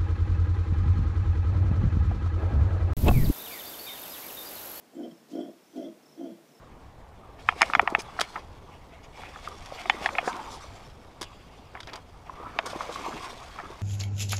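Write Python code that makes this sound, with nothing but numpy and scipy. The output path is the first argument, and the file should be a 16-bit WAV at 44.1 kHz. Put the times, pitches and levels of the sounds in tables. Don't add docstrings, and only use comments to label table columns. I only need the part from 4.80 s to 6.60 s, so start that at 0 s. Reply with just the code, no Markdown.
import sys
import numpy as np
from scipy import signal
from scipy.fft import rfft, irfft
from scipy.io import wavfile
from scipy.ndimage import uniform_filter1d

SR = 44100
rng = np.random.default_rng(int(sys.argv[2]) if len(sys.argv) > 2 else 0)


def unload_wav(signal):
    wavfile.write(
        sys.argv[1],
        SR,
        np.round(np.clip(np.atleast_2d(signal).T, -1, 1) * 32767).astype(np.int16),
    )


N = 79380
T = np.arange(N) / SR

# (time [s], level [dB], extra level for the mouth [dB])
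GRUNT_LEVELS = [
    [(0.135, -59, 0), (0.161, -42, -19), (0.203, -33.5, -10), (0.229, -35.5, -16), (0.255, -43, 1.5),
     (0.325, -48.5, -15.5), (0.36, -67, 2)],
    [(0.49, -67.5, 6.5), (0.528, -36, -23), (0.552, -33, -11.5), (0.59, -34, -4), (0.61, -32.5, -9),
     (0.674, -43.5, -11), (0.696, -45, 2.5), (0.714, -52, -14), (0.745, -72, 12)],
    [(0.92, -61, -10), (0.958, -39.5, -11), (0.978, -32.5, -11.5), (1.032, -42, 2), (1.056, -34, -17),
     (1.078, -44, 2), (1.106, -47.5, -10.5), (1.18, -70.5, 8)],
    [(1.365, -56.5, -5), (1.393, -39, -25), (1.413, -39, -3.5), (1.435, -33, -22), (1.457, -42.5, -1.5),
     (1.521, -44.5, -6.5), (1.565, -56, -17), (1.59, -65, 11.5)],
]
# (time [s], level [dB])
WHISTLE_LEVELS = [
    [(0.13, -80), (0.168, -67), (0.214, -73), (0.236, -54.5), (0.306, -74), (0.314, -57.5), (0.35, -92)],
    [(0.51, -76), (0.546, -59), (0.6, -59.5), (0.614, -53.5), (0.688, -68), (0.706, -77), (0.72, -85)],
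    [(0.93, -66), (0.944, -78), (0.982, -59), (1.0, -64.5), (1.048, -55.5), (1.1, -69), (1.14, -84)],
    [(1.36, -80), (1.394, -65), (1.424, -67), (1.442, -66), (1.484, -64), (1.57, -78)],
]
# (pitch [Hz], width [Hz], level [dB])
THROAT_RESONANCES = [(268.6, 87.3, 7), (203.5, 20, -10.5), (395, 43, -29)]
MOUTH_RESONANCES = [(679.4, 44.4, -1), (613, 44.5, -3), (529.7, 43, -6), (472, 22.6, -8), (392, 27.3, -7.5),
                    (840, 120, -29), (1451, 63, -25)]
WHISTLE_RESONANCES = [(3158, 85, 3.5), (3352, 37, -2.5), (2013, 66, -8), (4680, 140, -16), (5450, 260, -6)]
RASP_RESONANCES = [(149.8, 20, -1.5), (241, 105, 3), (328, 145, -2.5), (465, 52, 0.5), (615, 340, 1)]
# (time [s], pitch [Hz])
THROAT_SLIDES = [
    [(.16, 271.2), (.23, 270), (.28, 229), (.32, 172)],
    [(.52, 273.8), (.62, 278), (.66, 255.6), (.71, 212)],
    [(.94, 288.6), (.98, 263.8), (1.07, 286), (1.125, 190)],
    [(1.39, 296.8), (1.44, 275), (1.49, 248), (1.535, 185.5)],
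]
MOUTH_SLIDES = [
    [(.19, 697), (.28, 671.5)],
    [(.55, 664.4), (.7, 685.4)],
    [(.96, 683.5), (1.08, 615.6)],
    [(1.41, 692), (1.49, 639.5)],
]
WHISTLE_SLIDES = [
    [(.16, 3115), (.33, 3165)],
    [(.54, 3145), (.6, 3160), (.68, 3200)],
    [(.955, 3250), (.985, 3150), (1.02, 3160), (1.06, 3270)],
    [(1.38, 3220), (1.44, 3150), (1.5, 3200)],
]
# (time [s], level [dB])
RASP_LEVELS = [(0, -61), (.07, -65), (.38, -62.5), (.44, -65), (.78, -71), (.85, -70.5), (1.19, -67),
               (1.31, -60), (1.6, -66.5), (1.69, -60.5), (1.8, -62.5)]
# (start [s], length [s], pitch [Hz], level [dB])
INSECT_TRILLS = [(-.05, 0.061, 5500, -62.5), (0.173, 0.3, 5320, -68.5), (0.536, 0.21, 5310, -72),
                 (0.762, 0.17, 5320, -68), (0.832, 0.25, 6060, -70.5), (1.218, 0.16, 5300, -63.5),
                 (1.332, .16, 5950, -71), (1.264, 0.092, 5780, -70), (1.643, 0.087, 5900, -72),
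                 (1.708, 0.097, 5320, -65.5)]
# (time of the peak [s], level [dB])
LEAF_RUSTLES = [(0.514, -59), (0.602, -72), (0.966, -61), (1.05, -75)]
# (time [s], pitch [Hz], level [dB])
BIRD_CHIPS = [(.157, 7460, -68.5), (.195, 7050, -72.5), (.607, 7650, -71)]
# (frequency [Hz], relative level [dB])
LEAF_COLOUR = [(800, -23), (2500, 2), (5000, 6), (8000, -1.5), (15000, -12)]
HISS_COLOUR = [(20, 12), (50, 8), (90, -4), (140, 8), (300, 13), (700, 6), (1100, 2), (2000, -1),
               (3500, -4.5), (6000, -6), (10000, -10.5), (15000, -11)]

PULSE_HZ, PULSE_JITTER, PUFF_S = 62.6, 0.22, 0.011
THROAT_DB, MOUTH_DB, WHISTLE_DB = -2.5, -0.5, -0.5
SAC_HZ, SAC_WIDTH_HZ, SAC_DB = 332.9, 16.4, -7.5
THROBS_PER_S, TRILL_WIDTH_HZ, TRILL_ROUGHNESS = 31.9, 310, 0.3
RUSTLE_RISE_S, RUSTLE_FALL_S = 0.019, 0.044
CHIP_SPREAD_S, CHIP_WIDTH_HZ = 0.011, 690
ECHO_S, ECHO_DB, ECHO_DULL_HZ = 0.49, -14, 3580
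HISS_DB, LOW_CUT_HZ, HIGH_CUT_HZ = -59.5, 141, 15300


def grunts():
    folds = vocal_folds()
    throat = voice(folds, THROAT_RESONANCES, breath=0.2)
    sac_drive = voice(folds, [(SAC_HZ, 2 * SAC_WIDTH_HZ, 0)], breath=0.2)
    mouth = voice(folds, MOUTH_RESONANCES, breath=0.41)
    whistle = voice(folds, WHISTLE_RESONANCES, breath=0.67)
    out, effort = np.zeros(N), np.zeros(N)
    for i, rows in enumerate(GRUNT_LEVELS):
        times, db, mouth_extra_db = np.transpose(rows)
        start = times[0]
        push = loudness(np.c_[times, db])
        mouth_gain = from_db(MOUTH_DB) * loudness(np.c_[times, db + mouth_extra_db])
        whistle_gain = from_db(WHISTLE_DB) * loudness(WHISTLE_LEVELS[i])
        out += from_db(THROAT_DB) * push * slide(throat, THROAT_RESONANCES, THROAT_SLIDES[i], start)
        out += mouth_gain * slide(mouth, MOUTH_RESONANCES, MOUTH_SLIDES[i], start)
        out += whistle_gain * slide(whistle, WHISTLE_RESONANCES, WHISTLE_SLIDES[i], start)
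        effort += push
    return out + throat_sac(effort * sac_drive)


def vocal_folds(count=260, spread_db=2.5):
    timing, strength = rng.standard_normal((count, 2)).T
    gaps_s = np.exp(PULSE_JITTER * timing) / PULSE_HZ
    at = (np.cumsum(gaps_s) * SR).astype(int)
    pulses = np.zeros(N)
    pulses[at[at < N]] = from_db(spread_db * strength[at < N])
    opening = signal.lfilter([1], [1, -np.exp(-1 / (PUFF_S * SR))], pulses + 1e-18)
    return unit_power(pulses), unit_power(opening * rng.standard_normal(N))


def voice(folds, resonances, breath):
    pulses, puffs = folds
    drive = np.sqrt(1 - breath) * pulses + np.sqrt(breath) * puffs
    ringing = sum(from_db(db) * resonate(drive, hz, width) for hz, width, db in resonances)
    power = uniform_filter1d(uniform_filter1d(ringing ** 2, size=1100), size=1100)
    return ringing / np.sqrt(np.abs(power) + 1e-9)


def throat_sac(drive):
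    ringing = signal.lfilter(*signal.iirpeak(SAC_HZ, SAC_HZ / SAC_WIDTH_HZ, fs=SR), drive)
    return from_db(SAC_DB) * np.std(drive) * unit_power(ringing)


def rasp():
    return loudness(RASP_LEVELS) * voice(vocal_folds(), RASP_RESONANCES, breath=0.77)


def insects():
    out = np.zeros(N)
    for start, length, hz, db in INSECT_TRILLS:
        progress = np.clip((T - start) / length, 0, 1)
        swell = np.sqrt(np.abs(np.sin(np.pi * progress)))
        throb = np.sin(np.pi * THROBS_PER_S * (T - start)) ** 2
        roughness = TRILL_ROUGHNESS * resonate(rng.standard_normal(N), hz, TRILL_WIDTH_HZ)
        tone = np.sin(2 * np.pi * hz * T) + roughness
        out += from_db(db) * swell * throb * unit_power(tone)
    return out


def leaves():
    swish = np.zeros(N)
    for peak, db in LEAF_RUSTLES:
        fade = np.maximum((peak - T) / RUSTLE_RISE_S, (T - peak) / RUSTLE_FALL_S)
        swish += from_db(db) * np.exp(-fade)
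    return swish * noise(LEAF_COLOUR)


def bird():
    out = np.zeros(N)
    for time, hz, db in BIRD_CHIPS:
        blip = np.exp(-0.5 * ((T - time) / CHIP_SPREAD_S) ** 2)
        out += from_db(db) * blip * resonate(rng.standard_normal(N), hz, CHIP_WIDTH_HZ)
    return out


def forest_echo(calls):
    tail = rng.standard_normal(N) * from_db(-60 * T / ECHO_S)
    tail /= np.sqrt(np.sum(tail ** 2))
    dull_tail = signal.sosfilt(signal.butter(1, ECHO_DULL_HZ, fs=SR, output="sos"), tail)
    return from_db(ECHO_DB) * signal.fftconvolve(calls, dull_tail)[:N]


def hiss():
    return from_db(HISS_DB) * noise(HISS_COLOUR)


def slide(sound, resonances, path, start):
    pitch_hz = np.interp(T, *np.transpose(path))
    speed = np.where(T > start, pitch_hz / resonances[0][0], 1)
    return np.interp(np.cumsum(speed) % (N - 1), np.arange(N), sound)


def loudness(rows):
    times, db = np.transpose(rows)
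    outside_s = abs(T - np.clip(T, times[0], times[-1]))
    return from_db(np.interp(T, times, db)) * np.exp(-outside_s / 0.0035)


def resonate(sound, hz, width_hz):
    decay = np.exp(-np.pi * width_hz / SR)
    section = [1 - decay, 0, decay - 1, 1, -2 * decay * np.cos(2 * np.pi * hz / SR), decay ** 2]
    return unit_power(signal.sosfilt([section, section], sound + 1e-18))


def noise(colour):
    hz, db = np.transpose(colour)
    all_hz = np.maximum(np.arange(N // 2 + 1) * SR / N, 1)
    gain = from_db(np.interp(np.log(all_hz), np.log(hz), db))
    return unit_power(irfft(rfft(rng.standard_normal(N)) * gain, N))


def from_db(db):
    return 10 ** (np.asarray(db) / 20)


def unit_power(sound):
    return sound / np.sqrt(np.mean(sound ** 2) + 1e-20)


def scene():
    calls = grunts() + insects() + bird()
    return (calls + forest_echo(calls) + rasp() + leaves() + hiss())[None]


def record(dry):
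    thinned = signal.sosfilt(signal.butter(2, LOW_CUT_HZ, "high", fs=SR, output="sos"), dry)
    return signal.sosfilt(signal.ellip(12, 0.2, 70, HIGH_CUT_HZ, fs=SR, output="sos"), thinned)


dry = scene()
out = record(dry)
unload_wav(out)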